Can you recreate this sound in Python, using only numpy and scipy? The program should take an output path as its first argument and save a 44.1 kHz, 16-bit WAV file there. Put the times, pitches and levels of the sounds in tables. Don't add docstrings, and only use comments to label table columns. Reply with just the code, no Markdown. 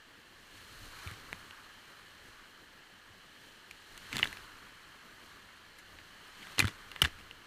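import sys
import numpy as np
from scipy import signal
from scipy.fft import rfft, irfft
from scipy.io import wavfile

SR = 44100
rng = np.random.default_rng(int(sys.argv[2]) if len(sys.argv) > 2 else 0)


def dump(signal):
    limited = np.clip(np.atleast_2d(signal).T, -1, 1)
    pcm = np.round(limited * 32767).astype(np.int16)
    wavfile.write(sys.argv[1], SR, pcm)


N = 328986

# crest t/s, approach time/s, roar level/dB, foam level/dB,
# push on the housing level/dB, gurgle of the wake level/dB, fading time of the wake/s
WAVES = [(0.58, 0.089, -57.5, -61, -64, -79, 0.3), (0.83, 0.28, -71, -58.5, -53, -76, 0.3),
         (1.05, 0.35, -73, -58, -64, -52.5, 0.21), (1.32, 0.14, -63, -76, -56.5, -57, 1),
         (1.98, 0.89, -67, -77, -69, -62, 0.14), (2.282, 0.1, -66, -66, -62, -64.5, 0.76),
         (3.48, 0.37, -62.5, -64.5, -82, -79, 0.38), (4.25, 0.34, -52, -54.5, -50.5, -55.5, 0.92),
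         (5.28, 0.14, -65, -71, -64, -61, 0.36), (5.95, 0.5, -67, -78, -59, -67, 0.99),
         (6.521, 0.46, -55.5, -61.5, -58, -55.5, 0.91), (7.05, 0.17, -55, -72, -53, -73, 0.65)]
# f/Hz, level/dB, time to fall by 60 dB/s
SHELL_RINGS = [(1075, 3, 0.0045), (1455, 1.5, 0.0088), (1710, 3, 0.0082), (2050, -3.5, 0.032),
               (2270, -7, 0.023), (2900, 7, 0.0042), (3550, -2, 0.013), (4100, 1.5, 0.0031),
               (6400, -33, 0.0059), (7100, -13, 0.0023), (9260, -41, 0.0027)]
# arrival t/s, level of the pelting at the thickest/dB,
# time until the thickest/s
SPRAY_SHEETS = [(1.05, -60, 0.062), (4.111, -46.5, 0.034), (4.179, -44, 0.014), (4.228, -50, 0.02),
                (6.4, -60, 0.023), (6.575, -38.5, 0.02), (6.666, -47, 0.013), (7.018, -36.5, 0.0043),
                (7.036, -39, 0.011), (7.174, -61, 0.018)]
PUSH_RISE_S, PASS_S = 0.17, 0.11


def from_db(db):
    return 10 ** (np.asarray(db) / 20)


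def rms_one(x):
    return x / np.sqrt(np.mean(x ** 2) + 1e-20)


def drift(rate_hz):
    hz = np.arange(N // 2 + 1) * SR / N
    spectrum = rfft(rng.standard_normal(N)) / (1 + (hz / rate_hz) ** 2)
    return rms_one(irfft(spectrum, N))


def band(x, low_hz, high_hz, order=2):
    edges_hz = [low_hz, min(high_hz, SR / 2 - 1000)]
    sos = signal.butter(order, edges_hz, "band", fs=SR, output="sos")
    return signal.sosfilt(sos, x + 1e-18)


def ring(force, hz, t60):
    radius = np.exp(-np.log(1000) / (t60 * SR))
    angle = 2 * np.pi * hz / SR
    return signal.lfilter([0, np.sin(angle)], [1, -2 * radius * np.cos(angle), radius ** 2], force + 1e-18)


def struck_shell(force):
    return sum(from_db(db) * (-1) ** k * ring(force, hz, t60)
               for k, (hz, db, t60) in enumerate(SHELL_RINGS))


def through_shell(x, colour):
    # centre f/Hz, width/Hz, lift/dB
    windows = [(1700, 510, 3), (3000, 880, 6), (4214, 730, 10), (7160, 140, 2), (8270, 370, 3.5)]
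    hz = np.arange(N // 2 + 1) * SR / N + 1e-3
    points_hz, points_db = np.transpose(colour)
    level_db = np.interp(np.log(hz), np.log(points_hz), points_db)
    for centre_hz, width_hz, lift_db in windows:
        level_db = level_db + lift_db / (1 + (2 * (hz - centre_hz) / width_hz) ** 2)
    return rms_one(irfft(rfft(x) * from_db(level_db), N))


def grains(per_s, spread_db):
    sizes = from_db(spread_db * np.minimum(rng.exponential(1, N), 4))
    polarity = rng.choice([-1, 1], N)
    falls = rng.random(N) < per_s / SR
    return rms_one(sizes * polarity * falls)


def bubbles(per_s, low_hz, high_hz, cycles, count=16):
    born = grains(per_s, spread_db=-1.0)
    size_class = rng.integers(0, count, N)
    pitches_hz = np.geomspace(low_hz, high_hz, count)
    return rms_one(sum(np.sqrt(hz) * ring(born * (size_class == k), hz, cycles / hz)
                       for k, hz in enumerate(pitches_hz)))


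def swells(level_db, before_s, after_s):
    t = np.linspace(0, N / SR, 3000)
    past_s = t[:, None] - np.array(WAVES)[:, 0]
    away = np.abs(past_s / np.where(past_s < 0, before_s, after_s))
    gains = from_db(level_db) * np.exp(-away ** 0.9)
    return np.interp(np.arange(N) / SR, t, np.linalg.norm(gains, axis=1))


def together(*gains):
    return np.sqrt(sum(gain ** 2 for gain in gains))


def river():
    # f/Hz, level/dB
    churn_colour = [(50, -15.5), (110, -1), (170, 3), (230, 2), (300, 3), (450, 0), (700, -4.5),
                    (1200, -25), (3000, -23)]
    gurgle_colour = [(300, -41), (700, -18), (950, -7), (1200, 0), (1500, -0.5), (1800, -8.5), (2200, -5.5),
                     (2800, -11), (6000, -41)]
    roar_colour = [(400, -20), (900, -6), (1400, -9.5), (1700, -0.5), (2100, -7), (2500, -10.5), (3100, -8),
                   (3600, -15.5), (4300, -19), (5000, -17), (8000, -23), (16000, -63)]
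    foam_colour = [(1000, -23.5), (2500, -1), (4000, 0.5), (5000, -2), (6200, 1.5), (8000, -3.5),
                   (10000, -2), (11800, -7.5), (13500, -3), (16000, -24)]
    _, approach_s, roar_db, foam_db, push_db, wake_db, wake_s = np.transpose(WAVES)

    wake = swells(wake_db, 0.29, wake_s)
    push_churn = swells(push_db - 9, PUSH_RISE_S, PASS_S)
    churn_gain = together(from_db(-66), push_churn, from_db(-9) * wake)
    gurgle_gain = together(from_db(-66.5), wake)
    roar_gain = together(from_db(-60), swells(roar_db, approach_s, PASS_S), from_db(-5) * wake)
    foam_gain = together(from_db(-71.5), swells(foam_db, approach_s, PASS_S), from_db(-5) * wake)

    churn_flutter = from_db(1.7 * drift(rate_hz=15))
    churn = churn_gain * churn_flutter * through_shell(rng.standard_normal(N), churn_colour)

    boiling = rng.standard_normal(N) + from_db(1.0) * bubbles(per_s=1500, low_hz=736, high_hz=2410, cycles=19.5)
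    gurgle_flutter = from_db(1.13 * drift(rate_hz=8.3))
    gurgle = gurgle_gain * gurgle_flutter * through_shell(boiling, gurgle_colour)

    turbulence = drift(rate_hz=66)
    roar = roar_gain * from_db(0.25 * turbulence) * through_shell(rng.standard_normal(N), roar_colour)

    bursting = rng.standard_normal(N) + from_db(-1.5) * grains(per_s=4400, spread_db=4.5)
    foam = foam_gain * from_db(0.26 * turbulence) * through_shell(bursting, foam_colour)
    return churn + gurgle + roar + foam


def drops(rows, size=4096):
    out, t = np.zeros(N + size), np.arange(size) / SR
    push = 1. * (t == 0)
    knock = band(push, 71, 2000, order=1)
    for s, level_db, flatten_s, spot_hz, spot_db, splatter_db in rows:
        flattening = rng.standard_normal(size) * np.exp(-t / flatten_s)
        shell = struck_shell(push + 0.39 * flattening)
        spot_rise = 1 - np.exp(-t / (0.16 * flatten_s))
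        spot_decay = np.exp(-t / (0.00081 + 0.31 * flatten_s))
        spot = np.sin(2 * np.pi * spot_hz * t) * spot_rise * spot_decay
        tearing = rng.standard_normal(size) * np.exp(-t / (flatten_s + 0.00078))
        splatter = band(tearing, 3000, 11700)
        at = int(s * SR)
        for part_db, part in [(0, shell), (spot_db, spot), (-7, knock), (splatter_db, splatter)]:
            out[at:at + size] += from_db(level_db + part_db - 3.0) * part / np.abs(part).max()
    return out[:N]


def big_drops():
    # t/s, level (3 dB above the peak of the shell's ring)/dB, time to flatten/s,
    # pitch of the spot hit f/Hz, ring of that spot against the shell/dB, splatter against the shell/dB
    big_hits = [(1.0741, -35, 0.0011, 2280, 2.5, -6), (1.1128, -35.5, 0.00093, 2100, -8, -6),
                (1.329, -29.5, 0.000081, 2050, 10, -5), (1.5094, -42.5, 0.00033, 2900, 10.5, -13),
                (3.7109, -37.5, 0.0011, 2300, 4.5, -3), (3.977, -40, 0.00077, 2850, 5, 6),
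                (4.1505, -32, 0.00087, 2000, -7, -12), (4.1572, -26, 0.0014, 2800, -1, -6),
                (4.168, -18.5, 0.000076, 4080, -1, -5), (4.1818, -25, 0.00014, 2160, -12, -1.5),
                (4.229, -18.5, 0.0015, 2890, 9.5, -29), (4.2313, -28, 0.0013, 2050, 16, -18),
                (4.1914, -37, 0.001, 2720, 2, -18), (4.2402, -25, 0.001, 2760, 0, -10),
                (4.256, -40.5, 0.00075, 1670, 18.5, -23), (4.328, -33.5, 0.0011, 1750, -1, -5),
                (4.3708, -34, 0.0008, 2450, -4, -11), (5.785, -44.5, 0.013, 4000, -11, 0.5),
                (5.987, -37, 0.00019, 2400, -7, -24), (6.4703, -36, 0.001, 1900, 2, -21),
                (6.5823, -20.5, 0.0007, 2760, -2.5, -20), (6.5925, -13.5, 0.0013, 4100, 4, 2.5),
                (6.602, -13, 0.0029, 2460, 2, -5.5), (6.6245, -20, 0.0013, 1700, -5, -18),
                (6.644, -31, 0.0011, 1420, 9.5, -9), (6.653, -25.5, 0.0013, 1700, -2, -4.5),
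                (6.6722, -30, 0.00058, 3870, 0, 0), (6.9161, -34, 0.0013, 2750, 0, -8),
                (6.9614, -28, 0.00017, 2400, -27, -16), (7.0182, -18, 0.0026, 3000, 12.5, 3.5),
                (7.0212, -31.5, 0.0049, 5420, 7, 0), (7.0462, -22, 0.0052, 2690, -2, -21),
                (7.0502, -20, 0.0039, 1700, 2, -28), (7.311, -37, 0.00067, 2900, 7, -16)]
    return drops(big_hits)


def stray_drops(count=4):
    rows = []
    for s, sheet_db, rise_s in SPRAY_SHEETS:
        for when, lightness, spot in np.clip(rng.standard_normal((count, 3)), -2, 2):
            delay_s = rise_s * 2 ** (0.7 * when)
            lands_s = min(s + delay_s, (N - 1) / SR)
            level_db = sheet_db + 10.5 - 3.5 * lightness
            spot_hz = 2350 * 2 ** (0.433 * spot)
            rows.append((lands_s, level_db, 0.001, spot_hz, 6.5, -4))
    return drops(rows)


def spray():
    level = np.zeros(N)
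    for s, level_db, rise_s in SPRAY_SHEETS:
        age = np.clip((np.arange(N) / SR - s) / rise_s, 0, 40)
        level = np.hypot(level, from_db(level_db) * age * np.exp(1 - age))
    patter = level * grains(per_s=1400, spread_db=4.0)
    shell = rms_one(struck_shell(patter))
    sizzle = rms_one(band(patter, 5000, 7900, order=1))
    drumming = rms_one(band(patter, 102, 340))
    return np.std(patter) * (shell + from_db(-10.5) * sizzle + from_db(-3.5) * drumming)


def thumps(size=16384):
    # t/s, starting level before the band-pass/dB, bobbing
    # f/Hz
    slabs = [(1.063, -32, 89), (1.113, -38.5, 106), (1.3308, -45, 173), (3.101, -51, 94), (3.71, -50, 42),
             (5.33, -49, 41.3), (4.142, -38, 134), (4.16, -32, 222), (4.226, -38, 115), (6.5926, -26, 304),
             (6.593, -30.5, 111), (6.622, -26, 121), (6.6427, -19.5, 103), (6.6423, -26, 195),
             (7.0194, -31, 149), (7.031, -23.5, 76)]
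    cycles = 10
    out, t = np.zeros(N + size), np.arange(size) / SR
    for s, level_db, hz in slabs:
        at = int(s * SR)
        decay = np.exp(-np.log(1000) * t * hz / cycles)
        out[at:at + size] += from_db(level_db) * np.sin(2 * np.pi * hz * t) * decay
    return band(out[:N], 68, 1400)


def buffeting():
    # f/Hz, level/dB
    rumble_colour = [(15, 4), (28, 3.5), (42, -4), (62, -7), (95, 0), (140, -17), (300, -39.5)]
    push_db = np.array(WAVES)[:, 4]
    gain = together(from_db(-69.5), swells(push_db, PUSH_RISE_S, 0.19))
    lumps = from_db(0.74 * drift(rate_hz=3.8))
    return gain * lumps * through_shell(rng.standard_normal(N), rumble_colour)


def scene():
    inside = river() + big_drops() + stray_drops() + spray() + thumps() + buffeting()
    return np.stack([inside, inside])


def record(dry):
    bass_cut = signal.butter(2, 18, "high", fs=SR, output="sos")
    top_cut = signal.ellip(10, .2, 80, 15350, fs=SR, output="sos")
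    return signal.sosfilt(top_cut, signal.sosfilt(bass_cut, dry))


dry = scene()
out = record(dry)
dump(out)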